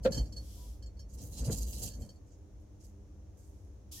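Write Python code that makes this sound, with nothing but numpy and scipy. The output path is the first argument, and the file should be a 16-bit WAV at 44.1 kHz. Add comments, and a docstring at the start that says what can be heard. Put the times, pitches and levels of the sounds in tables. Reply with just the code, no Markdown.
"""Two chinchillas at a glass bowl of dust on a wooden shelf, in a quiet room, close to a two-port microphone.
At once one hops on: a hollow knock, a loose metal part rattles, the shelf shakes, a little dust flies.
Fur then sweeps past and a faint tone sounds. From 1.1 s the other rolls in the bowl, throwing dust against
the glass in quick bursts, with softer knocks. Weak throws follow; near the end, a scuff of fur and a faint
tone. Dust, fur and room are shaped noise; shelf, glass and hollow modes ring."""
import sys
import numpy as np
from scipy import signal
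from scipy.fft import rfft, irfft
from scipy.io import wavfile
from scipy.ndimage import uniform_filter1d

SR = 44100
rng = np.random.default_rng(int(sys.argv[2]) if len(sys.argv) > 2 else 0)


def rack_gain(trim_db):
    """Turn a fader trim in dB into the linear factor to multiply a signal by."""
    fader = np.asarray(trim_db, float)
    return 10 ** (fader / 20)


def master(y):
    """Save y as 16-bit WAV."""
    cut = np.clip(np.atleast_2d(y).T, -1, 1)
    pcm = np.round(cut * 32767)  # scale
    wavfile.write(sys.argv[1], SR, pcm.astype(np.int16))


N = 176400  # samples: 4 s

# blows of the landing and of the rolling: t/s, level/dB, pitch factor
BLOWS = [(.050, -24, 1), (.0545, -18, 1.013), (0.0602, -16.5, 1.003), (.074, -24.5, 1.05),
         (1.435, -44.5, 0.99), (1.478, -40, 0.93), (1.497, -32.5, 0.85)]
# spectrum of brushing fur, also used for metal contact hiss: f/Hz, level/dB per Hz
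FUR_SPECTRUM = [(1060, -14), (1800, -22), (2730, -12), (3300, -5), (3820, -8), (5640, -1.5), (6820, -4),
                (9890, -7.5), (11400, -4), (15700, -14)]


def evened(x):
    """Brings a signal to unit rms."""
    return x / np.sqrt(np.mean(x ** 2) + 1e-20)


def read(points, hz):
    """Reads a table of (f/Hz, value) along log frequency."""
    f, value = np.transpose(points)
    return np.interp(np.log(hz + 1), np.log(f + 1), value)


def add(mix, s, sound):
    """Lays a sound into the mix at s seconds, cut off at the end."""
    part = mix[..., round(s * SR):][..., :sound.shape[-1]]
    part += sound[..., :part.shape[-1]]


def colour(x, points):
    """Filters by a spectrum table."""
    hz = np.fft.rfftfreq(x.shape[-1], 1 / SR)
    return irfft(rfft(x) * rack_gain(read(points, hz)), x.shape[-1])


def resonate(x, hz, width):
    """Passes a signal through one resonance: shifted down to 0 Hz, smoothed, shifted back."""
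    turn = np.exp(2j * np.pi * hz * np.arange(x.shape[-1]) / SR)
    r = np.exp(-np.pi * width / SR)
    return 2 * (turn * signal.lfilter([1 - r], [1, -r], x / turn)).real


def pair(same, pan_db):
    """Two noise channels of a given likeness (0-1) and balance."""
    a, b = rng.standard_normal((2, N))
    other = same * a + np.sqrt(1 - same ** 2) * b
    return np.array([a, other]) * rack_gain(np.array([[pan_db], [-pan_db]]) / 2)


def ring(modes, factor, extra_db, rise_s):
    """Sum of decaying sine modes (f/Hz, level/dB, t60/s) after a short linear rise."""
    t = np.arange(SR // 3) / SR
    hz, db, t60 = np.transpose(modes)[:, :, None]
    envelope = rack_gain(db + extra_db[:, None] - 60 * t / t60)
    tones = envelope * np.sin(2 * np.pi * hz * factor * t)
    return tones.sum(0) * np.minimum(t / rise_s, 1)


def room_tone():
    """Steady air noise, most alike at both ports in the bass, with faint wavering hum lines."""
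    # air of the room: f/Hz, level/dB per Hz
    air_spectrum = [(15, -45), (25, -41), (43, 0.5), (91, 2.5), (148, -15.5), (200, -28), (300, -13),
                    (424, -27.5), (485, -19), (767, -30), (951, -33.5), (1390, -41), (2500, -46),
                    (4800, -47.5), (5600, -40), (6600, -39), (7600, -49), (11000, -53.5), (15700, -57.5)]
    # hum lines: f/Hz, level/dB
    hum_lines = [(199, -67), (301, -70), (398, -74)]
    # left-right likeness of the air: f/Hz, likeness 0-1
    likeness = [(40, 1), (250, 0.76), (600, 0.2), (1500, 0.022), (5000, 0.018), (12000, 0.047)]
    air_db, hum_width_hz = -52, 8
    a, b = rfft(rng.standard_normal((2, N)))
    hz = np.fft.rfftfreq(N, 1 / SR)
    same = np.clip(read(likeness, hz), 0, 1)
    both = np.array([a, same * a + np.sqrt(1 - same ** 2) * b])
    air = irfft(both * rack_gain(read(air_spectrum, hz)), N)
    hum = sum(rack_gain(db) * evened(resonate(rng.standard_normal(N), f, hum_width_hz)) for f, db in hum_lines)
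    return rack_gain(air_db) * evened(air) + hum


def shelf():
    """Random pushes ring the shelf's lowest mode and thud through the boards."""
    # shaking: t/s, lowest mode level/dB, thud level/dB
    shaking = [(0, -34.5, -52.5), (.05, -39, -52), (.09, -50, -34.5), (.14, -31.5, -40), (.18, -40, -34),
               (0.219, -28.5, -41.5), (.29, -43, -54), (.43, -42, -54.5), (.5, -49, -63), (.58, -44, -58.5),
               (.96, -46.5, -64.5), (1.072, -44.5, -65), (1.24, -41, -48.5), (1.29, -47, -54),
               (1.39, -43, -51), (1.43, -33, -38.5), (1.46, -35, -42.5), (1.497, -50, -30),
               (1.53, -31, -37.5), (1.59, -38.5, -49.5), (1.78, -39.5, -51.5), (1.84, -42, -42),
               (1.93, -52, -54), (2.022, -44.5, -46), (2.162, -88, -64.5)]
    # thudding of the boards: f/Hz, level/dB per Hz
    thud_spectrum = [(18, -41), (30, -12.5), (54, -9.5), (100, -1), (171, -8.5), (240, -9), (400, -23.5),
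                     (464, -16), (751, -28.5), (1170, -42.5), (2500, -48.5), (5500, -120)]
    mode_hz, mode_width_hz, push_width_hz = 55.67, 7.8, 28
    s, low_db, thud_db = np.transpose(shaking + [(2.6, -90, -90)])  # dies away at last
    t = np.arange(N) / SR
    low = resonate(pair(1.0, 0), mode_hz, mode_width_hz)
    low = resonate(low, mode_hz, push_width_hz)
    thud = colour(pair(0.89, 0.55), thud_spectrum)
    low_gain, thud_gain = rack_gain(np.interp(t, s, low_db)), rack_gain(np.interp(t, s, thud_db))
    return evened(low) * low_gain + evened(thud) * thud_gain


def dust():
    """Each throw is a patchy spray of fine grains that swells, trickles away and rings the glass."""
    # throws: t/s, level/dB before a common trim, treble tilt/dB per octave, t60/s
    throws = [(0.038, -40.5, -2, 0.15), (0.118, -36.5, -6, 0.49), (0.163, -79, 13, 1),
              (1.097, -49, -9, 0.31), (1.138, -47.5, 4, 0.11), (1.184, -41, -7, 0.68),
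              (1.222, -51.5, 13.5, 0.58), (1.33, -39.5, -5.5, 0.53), (1.375, -33, -3.5, 0.25),
              (1.449, -33.5, -2.5, 0.24), (1.516, -24.5, -1, .19), (1.572, -33, 4, 0.14),
              (1.617, -34, -1, .24), (1.674, -39.5, 8, 0.71), (1.73, -36.5, -13, 0.54),
              (1.786, -38.5, 9, 0.31), (1.828, -30.5, 5.5, 0.15), (1.865, -33, -4, 0.1),
              (1.93, -54, -18, 0.44), (2.005, -49.5, -1.5, 0.36), (2.27, -59, -8, 0.13),
              (2.311, -53, -32, .25), (2.606, -60.5, -5, 0.13), (2.808, -49.5, -10, 0.19),
              (2.843, -52.5, 1, 0.21), (3.379, -54.5, -1.5, 1)]
    # sprayed dust: f/Hz, level/dB per Hz
    dust_spectrum = [(880, -11.5), (1500, -31.5), (2400, -25), (2900, -25.5), (3550, -18), (4000, -17),
                     (5000, -11.5), (6480, 0.5), (9610, -7), (11900, -4.5), (15700, -15)]
    # glass rings of the bowl: f/Hz, width/Hz, level/dB before a common gain
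    glass = [(2780, 90, 6), (2920, 70, 8), (3167, 90, 6), (3830, 50, 1), (4090, 110, 5), (4720, 45, 8)]
    grains_per_s, grain_spread_db, patchy_db = 6000, 2.3, 2.3
    rise_s, trim_db, glass_gain = .026, -13.5, 3
    thin_db_per_db = 0.63  # throws weaker than -40 dB in the table lose their lower part
    size = rack_gain(grain_spread_db * rng.exponential(1, N))
    grains = size * (rng.random(N) < grains_per_s / SR)
    spray = pair(0.057, 0) * (.5 + evened(grains))
    spray = spray + sum(rack_gain(db) * glass_gain * resonate(spray, hz, w) for hz, w, db in glass)
    # patches: slow random level changes over time and frequency
    z = signal.stft(spray, nperseg=256)[2]
    patches = uniform_filter1d(rng.standard_normal(z.shape[1:]), size=7, axis=0)
    patches = uniform_filter1d(patches, size=9, axis=1)
    patchy = signal.istft(z * rack_gain(patchy_db * evened(patches)), nperseg=256)[1][:, :N]
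    spray = evened(colour(patchy, dust_spectrum))
    out, t = np.zeros((2, N)), np.arange(SR // 2) / SR
    for s, db, tilt_db, t60 in throws:
        part = spray[:, round(s * SR):][:, :len(t)]
        thin_db = thin_db_per_db * min(db + 40, 0)
        part = colour(part, [(4000, thin_db), (5500, 0), (7000, 0), (28000, 2 * tilt_db)])
        u = t[:part.shape[1]] / rise_s
        fall_db = -60 * np.maximum(u - 1, 0) * rise_s / t60
        swell = np.sin(np.pi / 2 * np.minimum(u, 1))
        add(out, s - 0.5 * rise_s, part * rack_gain(db + trim_db + fall_db) * swell)
    return out


def rattles():
    """Each touch and its rebounds ring damped, slightly shifted metal modes, with a hiss of contact."""
    # touches: t/s, level/dB before a common trim
    touches = [(0.032, -44.5), (0.044, -37), (0.12, -29.5), (.128, -38), (0.144, -29.5), (0.167, -35),
               (.175, -31), (0.193, -48), (.208, -49.5), (.254, -46.5), (0.322, -43), (.363, -40),
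               (0.376, -47.5), (0.823, -45.5), (0.858, -50), (0.968, -58.5), (0.991, -45.5), (1.011, -56),
               (1.739, -55), (1.859, -47), (1.909, -49.5), (1.935, -46.5), (2.019, -47), (2.089, -46.5),
               (2.155, -59)]
    # modes of the loose metal part: f/Hz, level/dB
    metal_modes = [(545, -7), (1678, -16), (3137, -11), (4390, 0), (4453, -4), (4723, -4), (5480, -2),
                   (6358, -6), (6488, -7), (7267, -7), (7419, -15), (8375, -13), (9800, -20), (11890, -19)]
    t60_s, rise_s, tone_trim_db = .08, .004, -11.5  # t60 at 4400 Hz
    spread_db, spread_share = 2.5, .0015  # per mode: level, share of the pitch
    chatter_s, clink_db, clink_t60_s = .011, -19, 0.1  # chatter_s: time constant of the rebounds
    out, t = np.zeros((2, N)), np.arange(SR // 10) / SR
    modes = [(hz, db, t60_s * (4400 / hz) ** .3) for hz, db in metal_modes]  # low modes ring longer
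    for s, db in touches:
        level, shift = rng.standard_normal((2, len(modes)))
        hiss = rng.standard_normal(len(t))
        # cubing leaves a few strong rebounds, different at each port
        chatter = rng.standard_normal((2, len(t))) ** 3 * np.exp(-t / chatter_s)
        chatter = chatter / np.linalg.norm(chatter, axis=1)[:, None]
        hits = chatter + (t == 0)
        tone = ring(modes, 1 + spread_share * shift[:, None], spread_db * level, rise_s)
        add(out, s, rack_gain(db + tone_trim_db) * signal.fftconvolve(tone[None], hits, axes=1))
        clink = rack_gain(db + clink_db - 60 * t / clink_t60_s) * np.minimum(t / rise_s, 1)
        add(out, s, clink * evened(colour(hiss, FUR_SPECTRUM)))
    return out


def knocks():
    """Blows on something hollow ring its modes, each blow at its own pitch."""
    # hollow modes: f/Hz, level/dB, t60/s
    hollow_modes = [(240, -10, .1), (470, -14, .07), (520, 0, .085), (705, -28, .06), (790, -26, .06),
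                    (1150, -29, .05), (1350, -21, .045), (1642, -23, .045), (1863, -28, .04),
                    (2466, -26, .035)]
    out = np.zeros(N)
    for s, db, factor in BLOWS:
        add(out, s, rack_gain(db) * ring(hollow_modes, factor, np.zeros(len(hollow_modes)), 0.0024))
    return out


def cracks():
    """The broad crack of noise at each blow, partly alike at the two ports."""
    # noise of a blow: f/Hz, level/dB per Hz
    crack_spectrum = [(500, 6), (1500, 2), (2500, -3.5), (4000, -1), (9000, -32), (16000, -27)]
    crack_db, t60_s = -21, 0.049  # level against the blow
    t = np.arange(N) / SR
    level = np.zeros(N)
    for s, db, _ in BLOWS:
        level += (t >= s) * rack_gain(db + crack_db - 60 * np.maximum(t - s, 0) / t60_s)
    return level * evened(colour(pair(0.22, 0), crack_spectrum))


def fur():
    """Smooth hiss that swells and fades as fur brushes past, and one sudden scuff."""
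    # sweeps: start t/s, length/s, level/dB
    sweeps = [(0.3, 0.54, -59), (3.27, 0.58, -83)]
    # the scuff: start t/s, rise/s, level/dB, t60/s
    scuff_shape = (3.912, .012, -47, 1.5)
    # the scuff's tilt against the fur's spectrum: f/Hz, level/dB
    scuff_tilt = [(2100, -5), (2450, -1.5), (6000, 0.5), (15000, 0)]
    hiss, t = evened(colour(pair(0.049, 0), FUR_SPECTRUM)), np.arange(N) / SR
    start, rise_s, scuff_db, t60 = scuff_shape
    rise = np.clip((t - start) / rise_s, 0, 1)
    fall = rack_gain(scuff_db - 60 * np.maximum(t - start, 0) / t60)
    scuff = colour(hiss, scuff_tilt) * rise * fall
    swell = np.zeros(N)
    for s, length, db in sweeps:
        swell += rack_gain(db) * np.sin(np.pi * np.clip((t - s) / length, 0, 1)) ** 1.47
    return scuff + hiss * swell


def faint_tones():
    """Faint soft sine tones that swell and fade."""
    # tones: start t/s, length/s, f/Hz, level/dB
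    tones = [(.57, .11, 980, -69), (3.97, .05, 1850, -68)]
    out = np.zeros(N)
    for s, length, hz, db in tones:
        t = np.arange(0, length, 1 / SR)
        swell = np.sqrt(2 * np.sin(np.pi * t / length))
        add(out, s, rack_gain(db) * swell * np.sin(2 * np.pi * hz * t))
    return out


def cage(x):
    """Sparse reflections around the microphone, each band dying at its own speed."""
    # decay of the reflections: f/Hz, t60/s
    decay = [(200, .12), (2000, .14), (12000, .1)]
    taps = np.zeros((2, SR // 2))
    slots = np.arange(100, SR // 2 - 20, 20)
    at = slots + rng.integers(0, 20, (2, len(slots)))  # one reflection in every 20 samples
    np.put_along_axis(taps, at, rng.choice([-1., 1.], at.shape), 1)
    hz, t, z = signal.stft(taps, SR, nperseg=256)
    tail = signal.istft(z * rack_gain(-60 * t / read(decay, hz)[:, None]), SR, nperseg=256)[1]
    return signal.fftconvolve(x[None], tail / np.linalg.norm(tail[0]), axes=1)[:, :N]


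def ports(x):
    """Near sounds reach the microphone's two ports with their own phase and balance."""
    # phase between the ports: f/Hz, phase/rad
    port_phase = [(0, 0), (600, 0), (1460, -2), (2930, 6.5), (4400, 13), (6890, 5.5), (10000, 16),
                  (15700, 49)]
    # balance between the ports: f/Hz, level/dB
    port_balance = [(60, 6), (300, 2), (520, -2), (1290, 2.5), (2380, 1), (4400, -2), (8120, -7),
                    (15000, 0.5)]
    hz = np.fft.rfftfreq(N, 1 / SR)
    # each port takes half of the difference
    half = rack_gain(read(port_balance, hz) / 2) * np.exp(.5j * read(port_phase, hz))
    return irfft(rfft(x) * np.array([half, 1 / half]), N)


def scene():
    """Near sounds with their reflections through the ports, then room, shelf and fur."""
    hollow_wet_db, metal_wet_db = -15, -7  # sent to the reflections
    hollow, metal = knocks() + faint_tones(), rattles()
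    reflections = cage(rack_gain(hollow_wet_db) * hollow + rack_gain(metal_wet_db) * metal.mean(0))
    near = hollow + metal + reflections + dust() + cracks()
    return ports(near) + room_tone() + shelf() + fur()


def low_pass(x):
    """Removes everything above the highest recorded frequency."""
    return signal.sosfilt(signal.butter(12, 16100, fs=SR, output="sos"), x)


def record(dry):
    """Takes down the finished mix."""
    return low_pass(dry)


dry = scene()
out = record(dry)
master(out)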